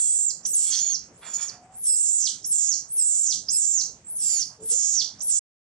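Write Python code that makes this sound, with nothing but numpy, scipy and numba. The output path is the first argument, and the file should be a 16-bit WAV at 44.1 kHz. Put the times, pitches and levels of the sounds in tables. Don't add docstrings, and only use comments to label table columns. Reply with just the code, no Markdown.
import sys
import numpy as np
from scipy import signal
from scipy.fft import rfft, irfft, next_fast_len
from scipy.io import wavfile
from scipy.ndimage import uniform_filter1d
from numba import njit

SR = 44100
rng = np.random.default_rng(int(sys.argv[2]) if len(sys.argv) > 2 else 0)


def wav_record(signal):
    frames = np.transpose(np.atleast_2d(signal))
    bounded = np.clip(frames, -1, 1)
    quanta = np.round(bounded * 32767).astype(np.int16)
    wavfile.write(sys.argv[1], SR, quanta)


N = 248503
T = np.arange(N) / SR
FREQS = np.arange(N // 2 + 1) * SR / N
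CEILING_HZ = 15700


def undb(db):
    return 10 ** (np.asarray(db) / 20)


def unit(x):
    return x / np.sqrt(np.mean(x ** 2))


def gate(start, end, edge):
    return np.clip(np.minimum(T - start, end - T) / edge + .5, 0, 1)


def ramp(start, end):
    return np.clip((T - start) / (end - start), 0, 1)


def wander(hz):
    size = next_fast_len(N, real=True)
    freqs = np.arange(size // 2 + 1) * SR / size
    return unit(irfft(rfft(rng.standard_normal(size)) / (1 + (freqs / hz) ** 4), size)[:N])


def cycles(hz):
    return np.cumsum(hz) / SR


@njit
def bandpass(x, hz, width):
    out, band_state, low_state = np.empty(len(x)), 0., 0.
    for i in range(len(x)):
        g, damping = np.tan(np.pi * hz[i] / SR), width / hz[i]
        band = (band_state + g * (x[i] - low_state)) / (1 + g * (g + damping))
        band_state, low_state = 2 * band - band_state, low_state + 2 * g * band
        out[i] = damping * band
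    return out


def resonate(x, hz, width_hz):
    hz = np.clip(hz, 20, .44 * SR) * np.ones(N)
    return unit(bandpass(bandpass(x, hz, float(width_hz)), hz, float(width_hz)))


# (start [s], rise [s], length [s], settling [s], fall [s],
# start pitch [Hz], top pitch [Hz], first held pitch [Hz], last held pitch [Hz], end pitch [Hz],
# squeak level [dB], top level [dB], held level [dB], leap rasp [dB], held rasp [dB], tripling [dB])
CRY_GESTURES = [ (-.3, 0.046, .611, .05, .016, 5200, 11000, 7800, 7630, 4086, -25, -25, -15.5, -5.5, -29, -40),
                (0.451, 0.041, 0.51, .056, .012, 5448, 12400, 7792, 6463, 4150, -18, -29.5, -21, 8, -14.5, 13),
                (1.159, .035, .34, .045, .012, 6900, 10400, 7200, 6820, 4300, -52.5, -53.5, -34.5, 2.5, -7.5, -26.5),
                (1.738, 0.041, .541, .078, 0.032, 7000, 11000, 7810, 7506, 2950, -48, -33.5, -4.5, 6, -34.5, -16),
                (2.443, .03, .3, .04, .026, 5065, 11100, 7590, 7060, 4020, -26.5, -30, -4, -5.5, -14.5, -17),
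                (2.9, 0.031, .433, .053, .035, 7380, 10700, 7610, 7610, 3087, -34.5, -28.5, -4.5, -2.5, -26.5, -18.5),
                (3.485, .034, .333, .06, .025, 4760, 7900, 7960, 6716, 3900, -18, -22, -5.5, -24.5, -28.5, -4),
                (4.064, 0.052, 0.37, .082, 0.026, 7300, 10700, 7900, 6777, 4227, -39.5, -32, -18.5, -19, -3.5, -15.5),
                (4.622, .036, .401, .052, .033, 7000, 10300, 7020, 6920, 2920, -44, -26.5, -5, 11.5, -15, -44.5),
                (5.205, .035, .44, .052, .03, 5270, 10700, 7420, 7200, 3557, -28.5, -27.5, -9, -1.5, -11, -17.5)]


def cry_envelopes(pre_echo_s=.019, end_db=-27):
    hz, db, rough, tripled, sounding = np.zeros((5, N))
    for (start, rise_s, length, settle_s, fall_s, start_hz, top_hz, held_hz, last_hz, end_hz,
         squeak_db, top_db, held_db, leap_rasp_db, held_rasp_db, tripling_db) in CRY_GESTURES:
        top, end = start + rise_s, start + length
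        now = T >= start - 2 * pre_echo_s
        t = T[now]
        early = t < start
        rise = np.clip((t - start + pre_echo_s * early) / rise_s, 0, 1) ** 1.2
        leap = np.exp(-(np.maximum(t - top, 0) / settle_s) ** 2.6)
        fall = np.exp(np.minimum(t - end, 0) / fall_s)
        held = np.interp(t, [top, end], [held_hz, last_hz])
        opening_hz = (top_hz - held_hz) * leap - (top_hz - start_hz) * (1 - rise)
        hz[now] = held + opening_hz - (last_hz - end_hz) * fall
        opening_db = (top_db - held_db) * np.sqrt(leap) + (squeak_db - top_db) * (1 - rise)
        closing_db = (end_db - held_db) * fall ** 1.08
        pre_echo_db = min(squeak_db - 5.5, -45) - 3 * ramp(start - pre_echo_s, start)[now] ** 2
        db[now] = np.where(early, pre_echo_db, held_db + opening_db + closing_db)
        leap_rasp = undb(leap_rasp_db) * rise * leap ** 0.83
        rough[now] = undb(held_rasp_db) * rise * (1 - np.sqrt(fall)) + leap_rasp
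        onset = top + 0.54 * settle_s * max(1 - undb(tripling_db), 0)
        tripled[now] = undb(tripling_db) * gate(onset, end - .04, edge=0.026)[now]
        sounding += gate(start - pre_echo_s, end, edge=0.0062)
    return uniform_filter1d(hz, size=130), uniform_filter1d(db, size=260), rough, tripled, sounding


def whistle(hz, rough, tripled, waver=0.008, shimmer_db=2, octave_db=-38):
    jitter = 0.012 + 0.006 * np.minimum(rough, 1)
    phase = 2 * np.pi * cycles(hz * (1 + waver * wander(139) + jitter * wander(1186)))
    third = phase / 3 + 0.4 * wander(500)
    outer = undb(4) * np.sin(phase + third) + undb(-24) * np.sin(third)
    outer /= 1 + (hz / 8200) ** 12
    tone = np.sin(phase) + tripled * (np.sin(phase - third) + outer) + undb(octave_db) * np.sin(2 * phase)
    return np.sqrt(2) * tone * undb(shimmer_db * wander(140))


# (frequency [Hz], relative gain [dB])
MOUTH_EQ = [(1400, 13.5), (2300, 5), (3300, 9), (3950, 4), (4600, 5), (5200, 9), (6200, 6), (7500, 6),
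            (8700, 5), (9800, 0.5), (11000, -0.5), (13000, -12), (15500, -2.5)]


def mouth(x):
    hz, db = np.transpose(MOUTH_EQ)
    return unit(irfft(rfft(x) * undb(np.interp(FREQS, hz, db)), N))


# (start [s], length [s],
# first pulse rate [Hz], last pulse rate [Hz], level [dB], tremor crest delay [s], tremor depth [ratio])
BUZZ_CUES = [ (-.05, .305, 710, 691.5, -12, .175, 0.01386), (0.539, .125, 911, 616.6, -9, .045, 0.01996),
             (1.96, .275, 709.7, 671.5, -1, .046, 0.0362), (2.528, .16, 690, 654.4, -5, .039, .02),
             (3.035, .25, 775.1, 678, -2.5, .038, .037), (3.565, .183, 741.4, 620.3, -4.5, .147, 0.04378),
             (4.705, .26, 719.8, 615.3, -7, .046, 0.02313), (5.307, .143, 740, 675, -6.5, .111, 0.029)]


def buzz_envelopes(arch_db=8, tremor_hz=6.8):
    rate, db, tremor, buzzing, tripling_mute = np.zeros((5, N))
    cry_ends = [start + length for start, _, length, *_ in CRY_GESTURES]
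    for start, length, first_hz, last_hz, level_db, crest_s, depth in BUZZ_CUES:
        now, along = T >= start - .02, ramp(start, start + length)
        active = gate(start, start + length, edge=.02)
        tremor += depth * np.cos(2 * np.pi * tremor_hz * (T - start - crest_s)) * active
        rate[now] = first_hz + (last_hz - first_hz) * along[now]
        db[now] = level_db - arch_db * (2 * along[now] - 1) ** 2
        buzzing += active
        tripling_mute += gate(start, min(end for end in cry_ends if end > start), edge=0.057)
    return rate * (1 + tremor), db, tremor, np.minimum(buzzing, 1), tripling_mute


def buzz(hz, rate, waver=.009, jitter=0.0097, shimmer_db=0.5, skirt_hz=6000., air_db=-15):
    phase = cycles(rate * (1 + waver * wander(52) + jitter * wander(626))) % 1 - .5
    window = np.cos(np.pi * phase) ** 2
    pulses = np.sinc(2 * CEILING_HZ * phase / rate) * window * undb(shimmer_db * wander(530))
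    ring = resonate(pulses, hz * (1 + 0.0023 * wander(250)), width_hz=1500)
    ring = unit(bandpass(ring, hz, skirt_hz))
    puffs = resonate(rng.standard_normal(N) * window, hz, width_hz=2000)
    gape = gate(0.58, 0.72, edge=0.026)
    bite = (undb(-26) + undb(-10) * gape) * resonate(pulses, hz, width_hz=4200)
    return mouth(ring + bite + undb(air_db) * puffs)


# (start [s], length [s], gain [dB], pitch drop [Hz], added rasp [dB])
VOICE_CRACKS = [(0.615, .09, -2, -450, -1), (0.708, .093, 0.5, 899, -3), (1.336, .036, 11, 157, -35.5),
                (1.408, 0.034, 9.5, 11, -5.5)]


def screams(breath_db=-18, tremor_share=0.74):
    hz, db, rough, tripled, sounding = cry_envelopes()
    rate, buzz_db, tremor, buzzing, tripling_mute = buzz_envelopes()
    hz = hz * (1 + tremor_share * tremor)
    db = db + (buzz_db - db) * buzzing
    rough = rough * (1 - 0.2 * buzzing)
    for start, length, gain_db, drop_hz, rasp_db in VOICE_CRACKS:
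        crack = gate(start, start + length, edge=0.17 * length)
        hz = hz - drop_hz * crack
        db = db + gain_db * crack
        rough = rough + undb(rasp_db) * crack
    clear = whistle(hz, rough, tripled * (1 - tripling_mute))
    voice = np.sqrt(1 - buzzing ** 2) * clear + buzzing * buzz(hz, rate)
    voice += undb(breath_db) * mouth(resonate(rng.standard_normal(N), hz, width_hz=1800))
    turbulence = rng.standard_normal(N) * undb(2.1 * wander(400))
    rasp = mouth(resonate(turbulence, hz, width_hz=3200))
    return (voice + rough * rasp) / np.sqrt(1 + rough ** 2) * undb(db) * sounding


# (start [s], end [s], level at 3 kHz [dB], tilt [dB/octave])
HOARSE_CUES = [(0, 0.156, -50, 15.5), (0.638, 0.708, -43, 15.5), (0.729, 0.752, -31, 25.5),
               (0.773, 0.927, -47, 23), (1.222, 1.296, -50.5, -1.5), (1.302, 1.356, -54, 3.5),
               (1.379, 1.461, -47.5, 3.5), (1.484, 1.57, -70.5, -9.5)]
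# (centre [Hz], half-width of each filter stage [Hz], gain [dB])
THROAT_FORMANTS = [(1330, 950, 3), (2300, 100, -4.5), (3336, 210, -3), (4400, 89, -6)]


def hoarseness(flutter_db=1.5, rattle_hz=580, rattle_depth=0.55):
    rattle = np.cos(2 * np.pi * cycles(rattle_hz * (1 + 0.055 * wander(140))))
    flow = rng.standard_normal(N) * (1 + rattle_depth * rattle) * undb(flutter_db * wander(150))
    out = 0
    for hz, half_width, formant_db in THROAT_FORMANTS:
        octaves = np.log2(hz / 3000)
        bursts = sum(undb(db + tilt * octaves) * gate(start, end, edge=.025)
                     for start, end, db, tilt in HOARSE_CUES)
        out += undb(formant_db) * bursts * resonate(flow, hz, 2 * half_width)
    return out


# (frequency [Hz], relative spectral density [dB])
BED_SPECTRUM = [(25, -33), (45, -0.5), (65, -0.5), (170, 5.5), (300, -2), (600, -3.5), (1000, -9.5),
                (2000, -15.5), (4000, -23), (8000, -16), (15000, -69.5)]
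# (time [s], gain [dB])
BED_SWELL = [(0, -9.5), (.7, 2), (1.5, -1.5), (2.3, -0.5), (3.1, -3), (3.7, 1.5), (4.3, -1), (5.3, 0.5)]


def outdoors(level_db=-56, flicker_db=3.5, wide_hz=2200):
    hz, db = np.transpose(BED_SPECTRUM)
    octave = np.log2(FREQS + 1)
    colour = undb(np.interp(octave, np.log2(hz), db))
    out = 0
    for centre in range(4, 15):
        band = colour * np.sqrt(np.clip(1 - abs(octave - centre), 0, 1))
        mid, side = irfft(rfft(rng.standard_normal((2, N))) * band, N)
        spread = min(0.056 + 2 ** centre / wide_hz, 1)
        out += (mid + spread * np.array([side, -side])) * undb(flicker_db * wander(11))
    swell_db = np.interp(T, *np.transpose(BED_SWELL))
    return unit(out) * undb(level_db + swell_db)


# (start [s], end [s], first pitch [Hz], last pitch [Hz], level [dB])
COO_CUES = [(1.542, 1.788, 711, 766, -55), (4.608, 4.662, 445, 440, -43.5), (4.723, 4.761, 449, 533, -38)]


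def coos(waver=0.026, shimmer_db=2, octave_db=-26):
    out = 0
    for start, end, first_hz, last_hz, db in COO_CUES:
        hz = first_hz + (last_hz - first_hz) * ramp(start, end)
        phase = 2 * np.pi * cycles(hz * (1 + waver * wander(110)))
        tone = np.sqrt(2) * (np.sin(phase) + undb(octave_db) * np.sin(2 * phase))
        husk = undb(-9 - (db + 50) / 2) * resonate(rng.standard_normal(N), hz, width_hz=500)
        out += undb(db + shimmer_db * wander(40)) * gate(start, end, edge=0.043) * (tone + husk)
    return out


# (start [s], end [s], level [dB])
BUMP_CUES = [(4.615, 4.661, -48.5), (4.683, 4.762, -54)]


def bumps():
    envelope = sum(undb(db) * gate(start, end, edge=0.02) for start, end, db in BUMP_CUES)
    return resonate(rng.standard_normal(N), hz=150, width_hz=250) * envelope


def pavilion(x, t60_s=0.28, wet_db=-3.5, predelay_s=0.0011, width=0.78):
    t = T[:SR // 2]
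    decay = undb(-60 * t / t60_s) * (t > predelay_s)
    shared, left, right = rng.standard_normal((3, len(t))) * decay
    tails = [shared + width * own for own in (left, right)]
    wet = np.array([signal.fftconvolve(x, tail / np.linalg.norm(tail))[:N] for tail in tails])
    return x + undb(wet_db) * wet


# (frequency [Hz], gain [dB], phase lead [rad])
LEFT_PORT_EQ = [(600, 0, 0), (1400, -5, -.3), (3200, -5, .4), (4500, -9, .6), (6200, -11, 1.5),
                (7300, -11.5, 2.65), (8000, -5, 3.25), (8700, -1.5, 3.2), (9900, 2.5, 2.85),
                (10800, 1, 2.8), (14000, 0, 3.15)]


def mic_ports(pair):
    hz, db, lead = np.transpose(LEFT_PORT_EQ)
    response = undb(np.interp(FREQS, hz, db)) * np.exp(1j * np.interp(FREQS, hz, lead))
    return np.array([irfft(rfft(pair[0]) * response, N), pair[1]])


def scene():
    return mic_ports(pavilion(screams() + hoarseness())) + coos() + bumps() + outdoors()


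@njit
def follow(x, attack, release):
    out, level = np.empty(len(x)), 0.
    for i in range(len(x)):
        level += (x[i] - level) * (attack if x[i] > level else release)
        out[i] = level
    return out


def record(dry, limit_db=-11.5, attack_s=0.0001, release_s=0.021, cut_s=5.39):
    envelope = follow(abs(dry).max(axis=0), 1 / (1 + attack_s * SR), 1 / (1 + release_s * SR))
    soft_knee = (1 + (envelope / undb(limit_db)) ** 4) ** (-1 / 4)
    gain = uniform_filter1d(soft_knee, size=96)
    lowpass = signal.ellip(8, .2, 70, CEILING_HZ, fs=SR, output="sos")
    return signal.sosfilt(lowpass, dry * gain * gate(-1, cut_s, edge=0.0078))


dry = scene()
out = record(dry)
wav_record(out)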